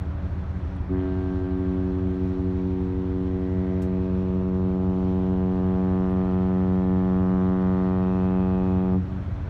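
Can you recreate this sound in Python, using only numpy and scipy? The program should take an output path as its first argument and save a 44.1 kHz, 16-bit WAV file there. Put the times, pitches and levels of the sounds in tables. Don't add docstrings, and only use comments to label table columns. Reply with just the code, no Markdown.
import sys
import numpy as np
from scipy import signal
from scipy.io import wavfile

SR = 44100
rng = np.random.default_rng(int(sys.argv[2]) if len(sys.argv) > 2 else 0)


def transcribe(signal):
    frames = np.atleast_2d(signal).T
    limited = np.clip(frames, -1, 1)
    pcm = np.round(limited * 32767).astype(np.int16)
    wavfile.write(sys.argv[1], SR, pcm)


def gain_from_db(level_db):
    decades = np.asarray(level_db, float) / 20
    return 10 ** decades


N = 418509

HORN_HZ = 92.67
VALVE_OPEN_S, VALVE_SHUT_S = 0.876, 8.97


def rms_one(x):
    return x / np.sqrt(np.mean(x ** 2) + 1e-20)


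def in_time(rows):
    s, *columns = np.transpose(rows)
    return [np.interp(np.arange(N) / SR, s, column) for column in columns]


def drift(rate_hz):
    r = np.exp(-200 * np.pi * rate_hz / SR)
    slow = signal.lfilter([1], [1, -2 * r, r * r], rng.standard_normal(N // 100 + 2002))
    slow = slow[2000:]
    slow = rms_one(slow - slow.mean())
    return np.interp(np.arange(N) / 100, np.arange(len(slow)), slow)


def banded_noise(spectrum, patchy_db):
    hz, db = np.transpose(spectrum)
    edges = hz[0] * 2 ** np.arange(0, np.log2(hz[-1] / hz[0]), 1 / 4)
    white = rng.standard_normal((2, N))
    together = drift(2.8)
    out = 0
    for k, (low, high) in enumerate(zip(edges, edges[1:])):
        sos = signal.butter(3, [low, high], "band", fs=SR, output="sos")
        band = signal.sosfilt(sos, white[k % 2])
        level_db = np.interp(np.log(low * high) / 2, np.log(hz), db)
        flicker_db = patchy_db * (0.5 * together + drift(16.0))
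        out = out + band * gain_from_db(level_db + flicker_db)
    return rms_one(out)


def main_engine():
    # time in seconds, working cycle in Hz.
    cycle_hz = [
        (0, 7.461),
        (9.49, 7.453),
    ]
    # order of the cycle [ratio], level in dB, change while passing in dB per s.
    orders = [(5.94, -58, -3.5), (6.93, -49, 0), (7.7, -51.5, 0.5), (9.19, -39, -0.45), (9.95, -44, -0.9),
              (10.87, -37, -1.17), (11.91, -41.5, 1.3), (13.046, -44, -1.25), (14.26, -47.5, 0.8),
              (15.27, -41.5, 0.84), (16.11, -53.5, -1.5), (16.75, -57, 2.5), (22.15, -50, -0.8),
              (22.92, -55, 0), (24.13, -45.5, -0.5), (24.95, -68.5, -5), (27, -70, -2), (29.05, -66, 3.5),
              (31.1, -66, -2.5)]
    t = np.arange(N) / SR
    cycle = 2 * np.pi * np.cumsum(in_time(cycle_hz)[0]) / SR
    out = np.zeros(N)
    for order, db, slope_db in orders:
        level_db = db + slope_db * (t - t.mean()) + 0.8 * drift(0.5)
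        out += gain_from_db(level_db) * np.cos(order * cycle + rng.uniform(0, 2 * np.pi))
    return np.sqrt(2) * out


def generator():
    # hum in Hz, level in dB.
    hums = [(36.4, -46), (46.2, -49), (52.6, -46), (61.6, -51), (103.3, -58), (109.3, -50.5), (138.6, -45)]
    t = np.arange(N) / SR
    out = np.zeros(N)
    for hz, db in hums:
        out += gain_from_db(db + 1.5 * drift(0.5)) * np.cos(2 * np.pi * hz * t + 0.8 * drift(0.3))
    return np.sqrt(2) * out


def exhaust():
    # harmonic number, level in dB.
    pipe_harmonics = [(1, -48), (2, -46.5), (3, -48.5), (4, -54), (5, -59.5), (6, -58.5), (7, -60)]
    pipe = 2 * np.pi * np.cumsum(93.99 + 1.1 * drift(1.522)) / SR
    out = np.zeros(N)
    for k, db in pipe_harmonics:
        out += gain_from_db(db + 2.44 * drift(3.4)) * np.cos(k * pipe + 0.76 * drift(2.5))
    return np.sqrt(2) * out


def hull_wash():
    # frequency in Hz, level in dB per Hz.
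    wash_spectrum = [(15, -50), (25, -9.5), (59, -10), (87, -16), (136, -24.5), (192, -19), (234, -18.5),
                     (372, -20), (427, -28.5), (560, -24.5), (810, -26), (1420, -30), (2600, -45),
                     (3380, -80.5), (5720, -120)]
    return gain_from_db(-41) * banded_noise(wash_spectrum, patchy_db=-0.57)


def spray_hiss():
    # frequency in Hz, level in dB per Hz.
    hiss_spectrum = [(1500, -9), (2100, -0.5), (2700, -4), (3400, -4), (4200, -9.5), (4900, -10),
                     (5600, -13.5), (6500, -19), (8000, -27), (9800, -28), (12000, -32), (14000, -34.5),
                     (16000, -34), (19500, -36)]
    return gain_from_db(-61.5) * banded_noise(hiss_spectrum, patchy_db=1.13)


def ticks():
    # start in seconds, peak in dB, centre in Hz, decay by 60 dB in seconds.
    near_ticks = [(0.764, -60, 8750, 0.012), (1.583, -63, 8100, .006), (1.69, -69, 9130, 0.0052),
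                  (1.853, -63, 8440, 0.014), (3.8197, -57.5, 13300, 0.049), (3.8198, -47.5, 4400, .12),
                  (5.09, -63.5, 9100, 0.0081), (6.107, -60, 9600, 0.0069), (6.112, -52.5, 8960, 0.0044),
                  (7.9, -69, 9050, 0.0095), (8.11, -67, 9840, 0.0078), (8.231, -65, 8700, 0.0087)]
    out, age = np.zeros(N), np.arange(SR // 8) / SR
    for s, db, hz, t60 in near_ticks:
        wide = 1.1 + 9 * t60
        sos = signal.butter(2, [hz / wide, min(hz * wide, 16000)], "band", fs=SR, output="sos")
        burst = rms_one(signal.sosfilt(sos, rng.standard_normal(len(age))))
        start = round(s * SR)
        out[start:start + len(age)] += burst * gain_from_db(db - 4.0 - 60 * age / t60)
    return out


def gain_control():
    t, lean_s = np.arange(N) / SR, 0.39
    since_open, until_free = t - VALVE_OPEN_S, VALVE_SHUT_S + lean_s / 2 - t
    return np.clip(np.minimum(since_open, until_free) / lean_s, 0, 1)


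def valve(k):
    t = np.arange(N) / SR
    opened = np.clip((t - VALVE_OPEN_S - 0.0023 * k) / 0.03, 0, 1)
    closed = np.clip((VALVE_SHUT_S + 0.15 / k - 0.0008 * k - t) / (0.017 + 0.089 / k), 0, 1)
    return opened * closed


def pulse_phase(k, hidden):
    lead = 7 / (1 + (k / 2.1) ** 3) - 3.25
    if k == 2:
        lead = lead - 0.8 * (1 - hidden)
    if k > 5:
        lead = lead - 0.4 * np.cos(2 * np.pi * (k + 1) / 3)
    return lead


def moving_bands():
    # time in seconds, centre in Hz, width in Hz, change in dB.
    band_moments = [(1.3, 170, 40, -3), (3.1, 185, 40, -4.5), (3.0, 980, 80, 7.5), (4.2, 2550, 150, 9.5),
                    (5.3, 3000, 300, 9.5), (5.4, 1280, 150, -5), (2.93, 620, 60, -6.5), (2.9, 1400, 240, -9),
                    (3.7, 2040, 210, 12), (4.2, 752, 45, -15), (4.3, 278, 39.9, -3.5), (4.7, 1850, 290, -8.5),
                    (6.1, 2900, 400, 5), (6.7, 1575, 50, -9.5), (7.4, 2600, 80, -8), (8.5, 2570, 150, 9.5),
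                    (8.5, 3400, 310, 5.5), (8.8, 1600, 340, -5), (7.3, 230, 40, 2), (2.2, 1600, 100, -4),
                    (6.7, 1200, 200, -3), (8.8, 1020, 50, -4.5), (9.03, 2550, 140, 5), (3.7, 649, 58, 3),
                    (6.4, 3150, 120, 7)]
    t, moment_s = np.arange(N) / SR, 0.33
    moments = [np.exp(-0.5 * ((t - row[0]) / moment_s) ** 2) for row in band_moments]

    def band_db(k):
        total = np.zeros(N)
        for (s, hz, width_hz, depth_db), passing in zip(band_moments, moments):
            total += depth_db * np.exp(-0.5 * ((k * HORN_HZ - hz) / width_hz) ** 2) * passing
        return total

    return band_db


def horn():
    # harmonic number, level in dB.
    in_view = [(1, 0), (4, 0), (5, -6), (6, -12.5), (7, -10), (8, -12.5), (9, -12), (10, -14.5), (11, -15),
               (12, -15), (13, -14.5), (14, -18), (15, -21), (16, -22), (17, -23), (18, -28), (19, -25),
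               (20, -28), (21, -29), (22, -32), (23, -36), (24, -38), (25, -37), (26, -39), (27, -36),
               (28, -36), (29, -40), (30, -39)]
    # harmonic number, level in dB.
    off_cargo = [(5, -18), (6, -21), (7, -15), (8, -20), (9, -24), (10, -24), (11, -36), (12, -24),
                 (13, -27), (14, -35), (15, -29), (16, -35), (17, -21.5), (18, -44)]
    # time in seconds, hidden share 0-1.
    deckhouse = [
        (.9, 0.92),
        (1.9, 0.77),
        (2.4, 0.73),
        (3.4, 0.52),
        (4.3, 0.36),
        (5.1, 0.28),
        (5.9, 0.16),
        (6.8, 0.13),
        (7.7, 0.08),
        (8.9, 0.12),
    ]
    body_db = -32
    direct, scattered = dict(in_view), dict(off_cargo)
    hidden = np.clip(in_time(deckhouse)[0], 0, 0.99)
    band_db = moving_bands()
    since_open = np.arange(N) / SR - VALVE_OPEN_S
    surge = np.exp(-np.clip(since_open - 0.1, 0, None) / 0.17)
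    cargo_lag_s = 0.13
    early_db = -4.5 * np.clip(1 - (since_open - cargo_lag_s) / (cargo_lag_s / 2), 0, 1)
    cargo_db = body_db + 1 - 26 * (1 - hidden) + early_db
    deepest_shadow_db = 16.5 - 4 * surge
    low_db = {1: -36, 2: -23 - 10 * hidden, 3: -31.5 + 2.5 * hidden}
    cycle = 2 * np.pi * np.cumsum(HORN_HZ + 0.035 * drift(0.6)) / SR
    out = np.zeros(N)
    for k in range(1, 49):
        db = direct.get(k, direct[30] + 1.5 - 0.55 * (k - 30)) + body_db
        db = db + 7.5 * hidden * (k > 17)
        shadow_db = 2.36 * hidden / (1 - hidden) * max(k - 4, 0)
        db = db - np.clip(shadow_db, 0, deepest_shadow_db)
        cargo = gain_from_db(scattered.get(k, -99) + cargo_db)
        gain = np.hypot(gain_from_db(low_db.get(k, db)), cargo)
        smear = rng.uniform(-np.pi, np.pi) * (cargo / gain) ** 2 + 0.03 * min(k, 12) * drift(0.8)
        twinkle_db = 0.1 * min(k, 30) * drift(0.9) * (k / (k + 8))
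        surge_db = surge * (0.5 + 0.06 * min(k, 20))
        level = gain * gain_from_db(surge_db + band_db(k) + twinkle_db) * valve(k)
        out += np.sqrt(2) * level * np.cos(k * cycle + pulse_phase(k, hidden) + smear)
    return out


def river_banks(x):
    # lag in seconds, level in dB.
    echoes = [
        (0.0549, -16.5),
        (0.1092, -20),
        (.1735, -19.5),
        (.238, -19.5),
        (.3245, -26),
        (0.431, -27),
    ]
    bass = signal.sosfilt(signal.butter(1, 135, fs=SR, output="sos"), x)
    dull = bass + gain_from_db(-11.5) * x
    out = np.zeros(N)
    for lag_s, db in echoes:
        lag = int(lag_s * SR)
        out[lag:] += gain_from_db(db + 2 * drift(4)[lag:]) * dull[:N - lag]
    return out


def scene():
    ducked = gain_control()
    engines = gain_from_db(0.33 - ducked) * (main_engine() + generator() + exhaust())
    water = gain_from_db(-3 * ducked) * hull_wash() + spray_hiss()
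    near = ticks()
    blast = horn()
    return (engines + water + near + blast + river_banks(blast))[None]


def microphone(dry):
    # centre in Hz, width in Hz, share removed 0-1.
    mic_dips = [
        (4870, 500, 0.5),
        (10500, 1000, .5),
    ]
    heard = signal.sosfilt(signal.butter(8, 34, "high", fs=SR, output="sos"), dry)
    for hz, width_hz, share in mic_dips:
        heard = heard - share * signal.lfilter(*signal.iirpeak(hz, hz / width_hz, SR), heard)
    return heard


def roll_off(x):
    return signal.sosfilt(signal.butter(12, 15750, fs=SR, output="sos"), x)


def record(dry):
    heard = microphone(dry)
    return roll_off(heard)


dry = scene()
out = record(dry)
transcribe(out)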